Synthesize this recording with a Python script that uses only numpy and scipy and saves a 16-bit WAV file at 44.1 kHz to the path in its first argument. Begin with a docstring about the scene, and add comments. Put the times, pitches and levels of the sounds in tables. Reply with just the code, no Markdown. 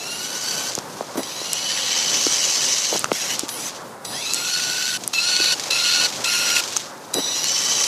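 """A homemade model car circles on asphalt, close to a hand-held camera's microphone, the street behind.
It opens under power: plastic gears whine and rattle, and the pulsed supply sings a fixed note. At 0.7 s
the motors cut, the car coasts and the hand bumps the camera. A long run and two blips follow, with grit
snapping under the wheels. From 4 s the gears squeal under load; three short bursts pass nearest the
microphone, slack gears chattering between them, and a last run starts just after 7 s."""
import sys
import numpy as np
from scipy import signal
from scipy.fft import rfft, irfft, next_fast_len
from scipy.io import wavfile
from scipy.ndimage import uniform_filter1d, map_coordinates

SR = 44100
rng = np.random.default_rng(int(sys.argv[2]) if len(sys.argv) > 2 else 0)


def transcribe(u):
    """Save the signal u as a 16-bit wav file named by the first command-line argument.

    u: samples, shape (n,) or (channels, n), limited to [-1, 1]; the rate is SR.
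    q: integer samples, one column per channel.
    """
    v = np.clip(np.atleast_2d(u).T, -1, 1)
    q = np.round(v * 32767).astype(np.int16)
    wavfile.write(sys.argv[1], SR, q)


N = 347067


def amp(db):
    """Decibels to gain."""
    return 10 ** (np.asarray(db) / 20)


def unit(x):
    """Scaled to rms 1."""
    return x / np.sqrt(np.mean(x ** 2) + 1e-20)


def clock():
    """The time of each sample in seconds."""
    return np.arange(N) / SR


def curves(rows):
    """One value per sample for each column after the time."""
    times, *columns = np.transpose(rows)
    return [np.interp(clock(), times, column) for column in columns]


def wobble(rate_hz):
    """A smooth random curve with rate_hz knots a second."""
    return map_coordinates(rng.standard_normal(int(N * rate_hz / SR) + 4), [clock() * rate_hz])


def colour(x, response):
    """x through a response of (freq_hz, gain_db) points, at rms 1."""
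    size = next_fast_len(N + 8192)
    hz, db = np.transpose(response)
    gain = amp(np.interp(np.log(np.fft.rfftfreq(size, 1 / SR) + 1), np.log(hz), db))
    return unit(irfft(rfft(x, size) * gain, size)[:N])


def noise(response):
    """Coloured noise of rms 1."""
    return colour(rng.standard_normal(N), response)


def gate(on, off, edge_s):
    """1 between two times, with sloping edges."""
    return np.clip(np.minimum(clock() - on, off - clock()) / edge_s + .5, 0, 1)


def add(track, start_s, sound):
    """Mix a short sound in at a time."""
    part = track[round(start_s * SR):][:len(sound)]
    part += sound[:len(part)]


def impacts(per_s, spread_db):
    """Tiny random impacts of uneven size."""
    hits = (rng.random(N) < per_s / SR) * rng.standard_normal(N)
    return unit(hits * amp(spread_db * rng.standard_normal(N)))


# Spectrum of the street, well behind the car: freq_hz, gain_db
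STREET_SPECTRUM = [(30, -48), (55, -14), (80, -17), (113, -3.5), (143, -2.5), (430, -3.5), (540, -7.5),
                   (735, -3.5), (1300, -12), (1700, -21), (2200, -19.5), (6000, -19), (10000, -21.5),
                   (15000, -29)]
def street(level_db=-40):
    """Outdoor hum all around the microphone, wavering slightly."""
    return amp(level_db + 2.5 * wobble(10)) * noise(STREET_SPECTRUM)


# Coarse and smooth asphalt along the way: time_s, level_db
ROAD_ROUGHNESS = [(0, -38.5), (.7, -35.5), (1.4, -37), (2.1, -32.5), (3.4, -37), (4, -36), (4.9, -45.5),
                  (5.5, -34.5), (6.5, -34), (7, -38), (7.87, -32.5)]
# Spectrum of the tyres on the ground: freq_hz, gain_db
TYRE_SPECTRUM = [(30, -55), (100, -18.5), (250, -6), (450, -5), (540, 3), (650, -5.5), (850, -1.5),
                 (1100, -2), (1600, -6.5), (2200, -16), (3500, -50)]
def tyres(trim_db=-3):
    """Tyres on the road, louder where it is coarser."""
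    level_db, = curves(ROAD_ROUGHNESS)
    return amp(level_db + trim_db + 1.95 * wobble(30)) * noise(TYRE_SPECTRUM)


# Bumps on the camera body: start_s, peak_db, pitch_hz, sag_fraction
CAMERA_BUMPS = [(0.7783, -16, 450, 0.95), (1.009, -12.5, 580, 0.74), (1.416, -22.5, 440, .4),
                (2.267, -12, 383, 0.37), (2.927, -13.5, 538, .45), (2.9582, -14, 664, 0.7),
                (3.057, -17, 1270, 0.3), (3.1171, -6.5, 470, 0.67), (3.434, -18, 332, .15),
                (5.402, -17.5, 403, 0.28), (7.171, -17, 351, 0.14)]
# Fingers rubbing on the camera: start_s, end_s, level_db
FINGER_RUBS = [(1.155, 1.166, -28.5), (1.17, 1.211, -25.5), (2.922, 2.966, -25), (7.147, 7.207, -25)]
# Response of the camera case: freq_hz, gain_db
CASE_RESPONSE = [(30, -55), (70, -41), (150, -5.5), (280, 3.5), (600, 0), (1000, -8), (1500, -15),
                 (4000, -23)]
def handling(settle_s=.0026, decay_cycles=10, attack_s=.00026):
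    """Right at the microphone: dull bumps that sink in pitch as the case gives, and short finger rubs."""
    track, t = np.zeros(N), np.arange(SR // 20) / SR
    for start, db, hz, sag in CAMERA_BUMPS:
        pitch_hz = hz * (1 - sag + 2 * sag * np.exp(-t / settle_s))
        envelope = amp(-60 * t * hz / decay_cycles) * (1 - np.exp(-t / attack_s))
        bump = -np.sin(2 * np.pi * np.cumsum(pitch_hz) / SR) * envelope
        add(track, start, amp(db) * bump / abs(bump).max())
    rubbing = sum(amp(db) * gate(on, off, edge_s=.0014) for on, off, db in FINGER_RUBS)
    return track + rubbing * colour(impacts(per_s=3500, spread_db=2), CASE_RESPONSE)


# Snaps of grit and gears, down at the road: start_s, level_db, ring_hz, knock_vs_crack_db
GRIT_SNAPS = [(.7521, -5, 6440, -33), (0.7876, -12, 5970, -4.5), (1.532, -2.5, 7200, -32),
              (2.2667, -9, 5600, -5), (2.9937, -8, 8800, -27), (3.0433, -7.3, 6040, 4.2),
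              (3.117, -14, 2050, 4.5), (3.394, -1.5, 6860, -15.5), (3.4834, -17, 7000, -14),
              (4.3355, -4, 6500, -38.5), (4.3448, -4.5, 7490, -29), (5.077, -3.5, 8600, -20),
              (5.1367, -9, 5600, -6), (5.7091, -10, 5500, -22.5), (6.766, -3.5, 5860, -8.5),
              (6.7707, -2, 6390, -23), (7.141, -3, 6440, -22), (7.4423, -7.5, 6580, -28)]
# Modes of the knocked frame: pitch_hz, level_db, t60_s
FRAME_MODES = [(1330, 0, .008), (1900, -5, .004), (2600, -5, .006), (4100, -8, .005)]
def snaps(t60_s=.0047, attack_s=.00012, ring_q=6.3):
    """Each snap is a very short bright crack that also knocks the frame."""
    track, t = np.zeros(N), np.arange(SR // 30) / SR
    onset = 1 - np.exp(-t / attack_s)
    modes = [amp(db - 60 * t / t60) * np.sin(2 * np.pi * hz * t) for hz, db, t60 in FRAME_MODES]
    knock = onset * sum(modes)
    knock /= abs(knock).max()
    for start, db, hz, knock_db in GRIT_SNAPS:
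        burst = rng.standard_normal(len(t)) * amp(-60 * t / t60_s) * onset
        crack = signal.lfilter(*signal.iirpeak(hz, ring_q, SR), burst)
        add(track, start, amp(db) * (crack / abs(crack).max() + amp(knock_db) * knock))
    return track


# The car's circle as heard from the microphone: time_s, near_db, facing_db
CAR_PATH = [(0, -8.5, -1.5), (.55, -7, 3), (1.2, -7.5, -1), (1.8, 1.4, -3), (2.3, -0.8, 5),
            (2.7, -1.3, 4.5), (3.3, -3.5, 0), (3.55, 0.5, -6.5), (3.7, -3.5, 4), (4.1, -3.5, -0.5),
            (4.5, -1.1, 1), (4.97, -0.5, -0.5), (5.5, 5, -4), (6, 3, -0.5), (6.6, 4, 4), (7.25, -0.5, -5),
            (7.6, 1, 0), (7.87, 0.5, 1.5)]
def circling():
    """Gains in dB as the car comes near, and as its motor housing turns to face the microphone."""
    return curves(CAR_PATH)


# Bursts of motor power: on_s, off_s, start_tooth_hz, full_tooth_hz, frame_db, gearbox_db, housing_db,
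# whine_vs_rattle_db, note_vs_gearbox_db, fizz_vs_housing_db, buzz_vs_frame_db, switching_db
MOTOR_RUNS = [ (-.06, .705, 1240, 1510, -29, -29, -25.5, 6, -5.5, -5, -13, -34.5),
              (1.171, 2.983, 700, 1516, -26, -28.5, -24, 1.5, -24, -19.5, -18, -34.5),
              (3.126, 3.348, 1060, 1590, -23, -32.5, -24, 0.5, -17, -4.5, -24, -41),
              (3.486, 3.691, 850, 1410, -29.5, -37.5, -27.5, 4, -22, -2, -23, -43.5),
              (4.046, 4.974, 560, 1494, -30.5, -27, -27, 3, -6, -8, -2.5, -40.5),
              (5.132, 5.542, 1330, 1500, -29.5, -25, -25.5, 5, -10.5, -13.5, -2, -50),
              (5.704, 6.071, 1325, 1470, -26.5, -24.5, -26, 3.5, -8, -11, -5.5, -39),
              (6.239, 6.608, 1366, 1430, -26.5, -30.5, -31.5, 3.5, -0.5, -4.5, -2, -36),
              (7.136, 7.999, 720, 1550, -28, -30, -22.5, 3.5, -30, -18.5, -20, -32.5), ]
def motor_state(spin_up_s=.145):
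    """The motors run up after each switch-on: its age, the tooth rate, the load and the run's levels."""
    runs = np.array(MOTOR_RUNS)
    latest = np.maximum(np.searchsorted(runs[:, 0] - .02, clock()) - 1, 0)
    on, _, start_hz, full_hz, *levels = runs[latest].T
    age_s = clock() - on
    tooth_hz = full_hz + (start_hz - full_hz) * np.exp(-age_s / spin_up_s)
    return age_s, tooth_hz, 1 - tooth_hz / full_hz, levels


def power():
    """1 while the motors are fed."""
    return sum(gate(on, off, edge_s=.005) for on, off, *_ in MOTOR_RUNS)


# Free rolling after each cut: start_s, slowing_s, rolling_db, slowed_db
FREE_ROLLS = [(.705, 0.743, -32, -42.5), (2.979, 3.013, -29.5, -37), (3.345, 3.36, -26.5, -39),
              (3.693, 3.687, -30, -63), (4.974, 5.126, -40.5, -43), (5.542, 5.7, -31, -42),
              (6.074, 6.23, -29.5, -42), (6.608, 6.808, -30.5, -46)]
# Slack gears knocking: start_s, level_db
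SLACK_KNOCKS = [(1.2316, -13.5), (3.4332, -26), (5.036, -12), (5.443, -3), (5.524, -4.5), (5.5968, -9.5),
                (5.636, -15), (6.126, -19), (6.2179, -23), (6.637, -21), (6.677, -16), (6.724, -22),
                (6.762, -17), (7.839, -4)]
# Spectrum of the ticking gears: freq_hz, gain_db
TICK_SPECTRUM = [(900, -30), (1600, -10), (2200, -5), (3000, -2.5), (4300, 0), (6300, 1), (7500, -4),
                 (9000, -11), (14000, -21), (15500, -35)]
def coasting(roll_trim_db=-1, slowing_db_per_s=111, knock_trim_db=-10, knock_t60_s=.037):
    """Unpowered gears tick over until the wheels slow, and clatter whenever their slack is taken up."""
    level_db = np.zeros(N)
    for start, slows, db, slowed_db in FREE_ROLLS:
        fading_db = np.maximum(db - slowing_db_per_s * np.maximum(clock() - slows, 0), slowed_db)
        level_db = np.where(clock() > start - .05, fading_db, level_db)
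    unpowered = 1 - np.minimum(power(), 1)
    envelope = unpowered * amp(level_db + roll_trim_db + 2 * wobble(60))
    near_db, _ = circling()
    # just after each switch-on, the play of the gears closes with a clunk
    clunks = [(on + .0044, near_db[round(on * SR)] - 10) for on, *_ in MOTOR_RUNS if on > 0]
    t = np.arange(SR // 10) / SR
    for start, db in SLACK_KNOCKS + clunks:
        add(envelope, start, amp(db + knock_trim_db - 60 * t / knock_t60_s))
    return envelope * colour(impacts(per_s=8600, spread_db=0), TICK_SPECTRUM)


# Partials of the singing windings: switching_multiple, level_db
WINDING_PARTIALS = [(2, -12), (3, -13), (4, -1), (5, 0), (6, 1), (8, -3), (9, -8), (10, -4.5), (11, -4),
                    (12, -10), (13, -10), (14, -19)]
def windings(switching_hz=976.9, doppler=.0004, waver_db=3.5, pull_db=10.5, upper_db=-39):
    """The chopped supply makes the windings sing, most under load; partials waver as the car turns."""
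    _, _, load, (*_, lower_db) = motor_state()
    near_db, _ = circling()
    phase = 2 * np.pi * switching_hz * np.cumsum(1 + doppler * wobble(8)) / SR
    partials = [amp(db + waver_db * wobble(8.5)) * np.sin(k * phase + rng.uniform(0, 2 * np.pi))
                for k, db in WINDING_PARTIALS]
    lower = amp(lower_db + near_db) * unit(sum(partials[:5]))
    upper = amp(upper_db + .92 * near_db) * unit(sum(partials[5:]))
    return power() * amp(pull_db * load) * (lower + upper)


# Gears squealing under load: start_s, end_s, start_hz, end_hz, level_db
GEAR_SQUEALS = [(-.02, .17, 2630, 2820, -37), (.42, .6, 4700, 4600, -32), (4.12, 4.26, 1650, 2500, -41),
                (4.14, 4.32, 3150, 4050, -37), (4.24, 4.33, 2560, 2680, -36), (5.138, 5.2, 2640, 2640, -26),
                (5.712, 5.78, 2610, 2660, -26), (6.28, 6.58, 5350, 5750, -32),
                (7.15, 7.42, 3960, 3990, -33), (7.22, 7.35, 3740, 3720, -34), (7.48, 7.8, 5350, 5750, -30)]
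def squeals(waver=.018, rasp_db=4):
    """A straining gear catches a resonance, wavers, rasps and slides, mostly upward."""
    track = np.zeros(N)
    for on, off, start_hz, end_hz, db in GEAR_SQUEALS:
        pitch_hz = np.interp(clock(), [on, off], [start_hz, end_hz])
        phase = 2 * np.pi * np.cumsum(pitch_hz * (1 + waver * wobble(200))) / SR
        squeal = unit(np.sin(phase) * amp(rasp_db * wobble(80)))
        track += amp(db) * gate(on, off, edge_s=.012) * squeal
    return track


def gear_rattle(depth_db=2.8):
    """Dense impacts; narrow resonances of loose parts take turns to ring for hundredths of a second."""
    spectrum = signal.stft(impacts(per_s=14000, spread_db=2), nperseg=1024)[2]
    resonances = uniform_filter1d(rng.standard_normal(spectrum.shape), size=4, axis=0)
    resonances = unit(uniform_filter1d(resonances, size=2, axis=1))
    return unit(signal.istft(spectrum * amp(depth_db * resonances), nperseg=1024)[1][:N])


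# Partials of the meshing teeth: tooth_rate_multiple, level_db
WHINE_PARTIALS = [(.75, 5), (1.25, -6), (1.5, -7), (1.75, -10), (2, 1.5), (3, 1), (4, -3.5), (5, -1),
                  (6, -9)]
def gear_whine(tooth_phase, warble_db=3):
    """Meshing teeth sound warbling harmonics, with quarter orders from uneven teeth."""
    return unit(sum(amp(db + warble_db * wobble(60)) * np.sin(k * tooth_phase + rng.uniform(0, 2 * np.pi))
                    for k, db in WHINE_PARTIALS))


# Responses of the car's radiating parts, each: freq_hz, gain_db
FRAME_RESPONSE = [(500, -26), (1200, -17.5), (1850, -1), (2050, -2.5), (2250, 1.5), (2430, -3.5), (2650, 0),
                  (3000, 7), (3350, 2), (3900, -65), (5000, -100)]
FRAME_BUZZ = [(2200, -58), (2500, 1), (2630, 9), (2760, -1), (3100, -73)]
GEARBOX_RESPONSE = [(2700, -58), (3400, -1.5), (3750, 3), (4100, 6.5), (4350, 5), (4650, -0.5), (5000, 0),
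                    (5600, -46), (7500, -65)]
HOUSING_RESPONSE = [(3500, -35), (4600, -17), (5100, -5), (5700, 0), (6150, 0), (6600, -4), (7200, -7.5),
                    (8000, -14), (9500, -22), (14000, -40)]
HOUSING_FIZZ = [(6000, 1.5), (8500, 3), (9800, -2.5), (11300, 4.5), (12500, -4), (14000, -1.5),
                (15500, -61)]
def gears(reference_hz=1539, loosen_db_per_s=5, wander=.009, jitter=.01713, teeth_per_turn=18):
    """Close up: frame, gearbox and motor housing radiate whine and rattle, louder when fast and near."""
    age_s, tooth_hz, _, levels = motor_state()
    frame_db, gearbox_db, housing_db, whine_db, note_db, fizz_db, buzz_db, _ = levels
    near_db, facing_db = circling()
    speed_octaves = np.log2(tooth_hz / reference_hz)
    frame_db = frame_db + near_db + 15.5 * speed_octaves
    gearbox_db = gearbox_db + near_db + 9.5 * speed_octaves
    housing_db = housing_db + near_db + facing_db + 11.5 * speed_octaves
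    # teeth mesh cleanly under load, then rattle more as they run light
    clean = amp(whine_db - loosen_db_per_s * age_s)
    # the rough road loads the motor unevenly, and loose teeth meet early or late
    tooth_phase = 2 * np.pi * np.cumsum(tooth_hz * (1 + wander * wobble(70) + jitter * wobble(420))) / SR
    # an off-centre wheel presses harder once a turn
    pressure = unit(amp(np.sin(tooth_phase / teeth_per_turn) + wobble(55) + wobble(400)))
    whine, rattle = gear_whine(tooth_phase), gear_rattle()

    def radiate(part, whine_ratio):
        """Whine and rattle through one part, at constant total power."""
        return (whine_ratio * colour(whine, part) + colour(rattle, part)) / np.sqrt(1 + whine_ratio ** 2)

    # the higher a part rings, the more of its sound is rattle
    frame = radiate(FRAME_RESPONSE, clean) + amp(buzz_db) * colour(rattle, FRAME_BUZZ)
    gearbox = radiate(GEARBOX_RESPONSE, .7 * clean)
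    housing = radiate(HOUSING_RESPONSE, .65 * clean) + amp(fizz_db) * colour(rattle, HOUSING_FIZZ)
    body = amp(frame_db - 4.5) * frame + amp(gearbox_db - 1) * gearbox + amp(housing_db - 1) * housing
    # the tooth note itself slips about, and only carries near full speed
    note = unit(np.sin(tooth_phase + .7 * wobble(130)) * amp(3 * wobble(160)))
    carry_db = np.interp(tooth_hz, [1200, 1440], [-20, 0])
    return power() * pressure * (body + amp(gearbox_db + note_db + carry_db) * note)


def scene():
    """Car, hand and street reach one microphone, the same in both channels."""
    car = gears() + squeals() + windings() + coasting() + snaps()
    sound = car + handling() + street() + tyres()
    return np.array([sound, sound])


def record(dry):
    """The small microphone loses deep bass; the camera keeps nothing above its band limit."""
    bass_hz, top_hz = 91, 15000
    sound = signal.lfilter(*signal.butter(2, bass_hz, "high", fs=SR), dry)
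    size = next_fast_len(N + 8192)
    passband = np.fft.rfftfreq(size, 1 / SR) < top_hz
    return irfft(rfft(sound, size) * passband, size)[:, :N]


dry = scene()
out = record(dry)
transcribe(out)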